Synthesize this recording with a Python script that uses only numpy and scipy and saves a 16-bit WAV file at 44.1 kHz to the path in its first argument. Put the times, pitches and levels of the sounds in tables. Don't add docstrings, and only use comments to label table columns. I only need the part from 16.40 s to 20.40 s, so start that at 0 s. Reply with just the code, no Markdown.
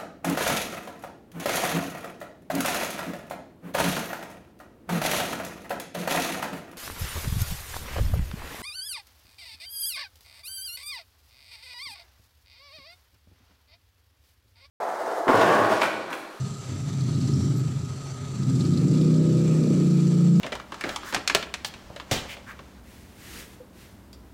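import sys
import numpy as np
from scipy import signal
from scipy.fft import rfft, irfft, next_fast_len
from scipy.io import wavfile
from scipy.ndimage import uniform_filter1d, minimum_filter1d, map_coordinates

SR = 44100
rng = np.random.default_rng(int(sys.argv[2]) if len(sys.argv) > 2 else 0)


def pcm_store(signal):
    levels = np.round(np.clip(np.atleast_2d(signal), -1, 1) * 32767)
    wavfile.write(sys.argv[1], SR, levels.astype(np.int16).T)


N = 176400

# time_s, deep_bass_db, bass_db, low_mid_db, mid_db
SHAKE_LEVELS = [(0, -33, -28.5, -52, -57), (.24, -56, -41.5, -58.5, -57), (.32, -28.5, -45, -38, -59),
                (.41, -46, -32, -45, -97), (.67, -32, -26.5, -39, -53), (.82, -45, -25, -32.5, -58),
                (1.0, -26.5, -24.5, -31, -58), (1.17, -55, -22.5, -36, -55), (1.42, -34, -32, -47, -68),
                (1.65, -52.5, -38, -52, -54.5), (1.9, -50, -34, -47.5, -63), (2.12, -40, -20.5, -29.5, -54),
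                (2.32, -36, -25.5, -29, -46.5), (2.55, -63, -10.5, -23.5, -39), (2.9, -43, -18, -24.5, -36),
                (3.15, -54, -13, -28, -35.5), (3.32, -51, -17, -24.5, -36), (3.6, -55, -15, -27.5, -40.5),
                (3.96, -50, -17, -29.5, -36.5)]
# low_hz, high_hz
SHAKE_BANDS = [(66, 112), (112, 210), (210, 420), (420, 700)]
# time_s, bass_share, mid_share
ROUGHNESS = [(0, 0.94, 0.94), (2.05, 0.94, 1), (2.35, 0.3, 0.79), (2.55, 0, 0.53), (2.75, 0.01, 0.29),
             (3.05, 0.01, 0.13), (3.3, 0.01, 0.73), (3.55, 0, 0.11), (3.95, 0.01, 0.12)]
# pitch_hz, width_hz, gain_db
FRAME_MODES = [(93.4, 6.6, -4.5), (133.4, 9.45, 6), (159.3, 15.5, -5.5), (177.2, 9.9, -6.5),
               (224.3, 22, -11), (251.2, 13.2, -6), (295.2, 24.6, -10.5), (354, 18.6, -16), (409, 40, -23),
               (467, 53, -26.5), (613, 96, -37)]
# time_s, shaft_hz, fourth_db, fifth_db, sixth_db, seventh_db
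SHAFT_HUM = [(2.15, 28.1, -40, -26.5, -24.5, -52), (2.42, 29.48, -52, -23.5, -25.5, -38),
             (2.56, 30.96, -30.5, -22, -26, -40), (2.74, 31.86, -39, -19, -28, -35.5),
             (2.97, 32.28, -27, -22, -29.5, -35), (3.2, 31.47, -61, -20, -32.5, -33),
             (3.34, 29.84, -35, -26, -23.5, -29.5), (3.55, 29.33, -60, -22, -21, -32),
             (3.72, 29.2, -60, -23, -21.5, -40.5), (3.96, 28.88, -52, -21, -15, -21)]
# shaft_multiple, level_db
HUM_LOWS = [(2, -60.5), (3, -51)]
# shaft_multiple, full_speed_db, slowed_db
HUM_HIGHS = [(8, 2, -6.5), (9, -29, -11), (10, 2.5, -9.5), (11, 1, 5), (12, -5, -2), (13, -16.5, -16),
             (14, -15, -9), (15, -8, -6.5), (16, -15.5, -3.5), (17, -16, -12.5), (18, -28, -28),
             (19, -21, -14)]
# frequency_hz, gain_db
HISS_BODY = [(290, -38), (500, -4.5), (609, -0.5), (1150, -8), (1260, 1.5), (1330, -8), (2170, -10),
             (3570, -11), (3880, -10), (4440, -7.5), (6000, -22.5), (7800, -40), (13200, -120)]
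# frequency_hz, gain_db
HISS_AIR = [(5000, -40), (5400, -2), (6300, 4.5), (6600, -7), (6950, 1.5), (7650, 1), (8400, -6),
            (9200, -10), (10800, -16), (11600, -21.5), (14000, -24)]
# pitch_hz, width_hz, gain_db
BEARING_MODES = [(1243, 24, -0.5), (1340, 70, -10)]
# frequency_hz, gain_db
ROOM_EQ = [(20, -12), (45, -21.5), (65, -7), (130, 1), (300, -21), (380, -13), (410, -5), (440, -14.5),
           (700, -51)]
# time_s, level_db
RATTLE_LEVELS = [(0, -53), (.55, -52), (.8, -48.5), (1.1, -49.5), (1.3, -53), (1.95, -58), (2.15, -48),
                 (2.45, -49), (2.62, -48), (2.82, -53.5), (2.97, -49), (3.15, -50), (3.42, -48),
                 (3.6, -49.5), (3.95, -50.5)]
# frequency_hz, gain_db
RATTLE_EQ = [(700, -8), (1500, -2), (2600, -14.5), (3300, -1), (4200, 3.5), (5900, 3), (6600, -3),
             (7400, 9), (8800, -5.5), (12000, -12.5), (14000, -23)]
# peak_s, half_length_s, pitch_hz, level_db
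BELT_SQUEAKS = [(.75, 0.23, 4200, -56), (1.0, .14, 5630, -51), (1.182, 0.023, 12100, -57)]
# start_s, strength_db, pitch_hz
TICK_HITS = [(0.6079, -39, 4240), (0.6788, -44, 4010), (0.7488, -40, 4040), (0.811, -38, 4170),
             (0.8735, -38, 6000), (0.934, -36, 5500), (1.0485, -45, 7300), (2.0297, -39.5, 4440),
             (2.097, -39.5, 7750), (2.1523, -36.5, 7500), (2.2063, -33.5, 4000), (2.251, -37.5, 4330),
             (2.3342, -39, 3940), (2.373, -34, 4300), (2.4812, -36.5, 7350), (2.5146, -41, 7340),
             (2.548, -38, 4670), (2.612, -36, 3700), (2.5794, -39, 3870), (2.6444, -41, 4450),
             (2.6766, -43, 4650), (2.7074, -46, 4700), (2.7396, -38, 4160), (2.7716, -41, 4830),
             (2.8649, -42, 4120), (2.8958, -49, 4800), (2.9261, -42, 5700), (2.9785, -40, 4070),
             (3.5048, -42, 4260), (3.9548, -38, 4872)]
# time_s, level_db
RUB_LEVELS = [(2.3, -70), (2.62, -50), (2.82, -60), (3.0, -52), (3.42, -52), (3.95, -62)]
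# frequency_hz, gain_db
RUB_EQ = [(700, -3), (1200, 5.5), (1800, -10.5), (2400, 8.5), (2900, -1.5), (5800, -5), (7500, -8.5),
          (12000, -22)]


def amp(db):
    return 10 ** (np.asarray(db) / 20)


def unit(x):
    return x / np.sqrt(np.mean(x ** 2) + 1e-20)


def noise(length=N):
    return rng.standard_normal(length)


def curves(rows):
    times, *columns = np.transpose(rows)
    return [np.interp(np.arange(N) / SR, times, column) for column in columns]


def wobble(rate_hz):
    return map_coordinates(noise(400), [np.arange(N) * rate_hz / SR], mode="wrap")


def filtered(x, response):
    size = next_fast_len(len(x) + 8192)
    return irfft(rfft(x, size) * response(np.fft.rfftfreq(size, 1 / SR)), size)[:len(x)]


def coloured(x, eq):
    hz, db = np.transpose(eq)
    return unit(filtered(x, lambda f: amp(np.interp(np.log(f + 1), np.log(hz), db, left=-120))))


def ringing(f, modes):
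    return sum((-1) ** k * amp(db) * 1j * f * width / (hz * hz - f * f + 1j * f * width)
               for k, (hz, width, db) in enumerate(modes))


def pitched_noise(length, hz, width_hz):
    return unit(filtered(noise(length), lambda f: ringing(f, [(hz, width_hz, 0)]) ** 2))


def even(x, window=3000):
    power = uniform_filter1d(uniform_filter1d(x * x, window), window)
    return x / np.sqrt(np.abs(power) + 1e-12)


def walls(x, count=14, latest_s=.025, level_db=-8.5):
    delays = (rng.uniform(.1, 1, count) * latest_s * SR).astype(int)
    echoes = np.bincount(delays, amp(level_db) * rng.choice([-1, 1], count) / np.sqrt(count))
    echoes[0] = 1
    return signal.fftconvolve(x, echoes / np.linalg.norm(echoes))[:N]


def frame_rumble(turns, throb=.25):
    bass_share, mid_share = np.clip(curves(ROUGHNESS), 0, 1)
    shares = 1, bass_share, mid_share, mid_share
    knocks = noise() * (1 + throb * np.cos(2 * np.pi * turns)) ** 2
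    out = np.zeros(N)
    for (low, high), db, share in zip(SHAKE_BANDS, curves(SHAKE_LEVELS), shares):
        rolloff = lambda f: np.sqrt((1 + (low / (f + 1)) ** 16) * (1 + (f / high) ** 16))
        band = filtered(knocks, lambda f: ringing(f, FRAME_MODES) / rolloff(f))
        out += amp(db) * np.sqrt(share) * even(band, window=2200)
    return out


def belt_hiss(body_db=-48.5, air_db=-53, flicker_db=1.83):
    hiss = amp(body_db) * coloured(noise(), HISS_BODY) + amp(air_db) * coloured(noise(), HISS_AIR)
    return hiss * amp(flicker_db * wobble(60))


def shifting_colour(x, depth_db=1.83, window=512):
    spectra = signal.stft(x, nperseg=window)[2]
    drift = uniform_filter1d(rng.standard_normal(spectra.shape), size=4, axis=0)
    drift = unit(uniform_filter1d(drift, size=18, axis=1))
    treble = np.clip(np.fft.rfftfreq(window, 1 / SR) / 3000, 0, 1)[:, None]
    return signal.istft(spectra * amp(depth_db * treble * drift), nperseg=window)[1][:N]


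def bearing_song(level_db=-54, flutter_db=1.3):
    song = even(filtered(noise(), lambda f: ringing(f, BEARING_MODES)))
    return amp(level_db + flutter_db * wobble(12)) * song


def room_tone(level_db=-42):
    return amp(level_db) * coloured(noise(), ROOM_EQ)


def rattle(turns, grain_db=4, grain_samples=30, throb=.2):
    grain_gain = amp(grain_db * np.repeat(noise(N // grain_samples + 1), grain_samples)[:N])
    chatter = noise() * grain_gain * (1 + throb * np.cos(2 * np.pi * turns))
    return amp(curves(RATTLE_LEVELS)[0]) * coloured(chatter, RATTLE_EQ)


def belt_squeaks():
    t = np.arange(N) / SR
    return sum(amp(db) * np.exp(-((t - peak_s) / half_s) ** 2) * pitched_noise(N, hz, width_hz=700)
               for peak_s, half_s, hz, db in BELT_SQUEAKS)


def ticks(trim_db=-4.5, attack_s=.00096, ring_t60_s=.051, click_t60_s=.012, rail_hz=4800):
    out, t = np.zeros(N + SR), np.arange(SR // 8) / SR
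    envelope = (1 - np.exp(-t / attack_s)) * amp(-60 * t / ring_t60_s)
    for start_s, db, hz in TICK_HITS:
        scuff = amp(-9.5) * coloured(noise(len(t)), RATTLE_EQ)
        part = amp(1.5) * pitched_noise(len(t), hz, width_hz=920)
        rail = amp(-1.5) * pitched_noise(len(t), rail_hz, width_hz=920)
        click = amp(-12 - 60 * t / click_t60_s) * noise(len(t))
        tick = click + envelope * (scuff + part + rail)
        out[round(start_s * SR):][:len(t)] += amp(db + trim_db) * tick
    return out[:N]


def harmonic(turns, multiple, drift_rad, lag_turns=.22):
    phase = 2 * np.pi * (multiple * turns + lag_turns * multiple ** 2)
    return np.sin(phase + drift_rad * wobble(6.9))


def shaft_hum(turns, full_hz=31.4, slow_hz=28.44):
    shaft_hz, *main_levels = curves(SHAFT_HUM)
    bass_share, mid_share = np.clip(curves(ROUGHNESS), 0, 1)
    settled = np.sqrt(np.clip(1 - bass_share / bass_share[0], 0, 1))
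    body = sum(amp(db) * harmonic(turns, k, drift_rad=.08) for k, db in enumerate(main_levels, 4))
    lows = sum(amp(db) * harmonic(turns, round(k), drift_rad=.44) for k, db in HUM_LOWS)
    out = settled * np.sqrt(2) * (body + lows)
    slowed = np.clip((full_hz - shaft_hz) / (full_hz - slow_hz), 0, 1)
    groups, trims_db = (HUM_HIGHS[:6], HUM_HIGHS[6:]), (-3, -2.5)
    for rows, db, trim_db in zip(groups, curves(SHAKE_LEVELS)[2:], trims_db):
        stack = np.zeros(N)
        for k, full_db, slow_db in rows:
            gain = amp(full_db + (slow_db - full_db) * slowed + 3 * wobble(4))
            stack += gain * harmonic(turns, round(k), drift_rad=.25)
        out += amp(db + trim_db) * np.sqrt(1 - mid_share) * even(stack)
    return out


def edge_rub(flicker_db=2.6):
    return amp(curves(RUB_LEVELS)[0] + flicker_db * wobble(40)) * coloured(noise(), RUB_EQ)


def scene():
    turns = np.cumsum(curves(SHAFT_HUM)[0]) / SR
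    drive = frame_rumble(turns) + shaft_hum(turns)
    belt = walls(shifting_colour(belt_hiss() + edge_rub()))
    bed = drive + belt + bearing_song() + room_tone()
    return (bed + walls(rattle(turns)) + belt_squeaks() + ticks())[None]


def record(dry, ceiling_db=-11, window=600, top_hz=14300):
    needed_gain = np.minimum(1, amp(ceiling_db) / (np.abs(dry[0]) + 1e-9))
    gain = uniform_filter1d(minimum_filter1d(needed_gain, window), window)
    return filtered(dry[0] * gain, lambda f: f < top_hz)[None]


dry = scene()
out = record(dry)
pcm_store(out)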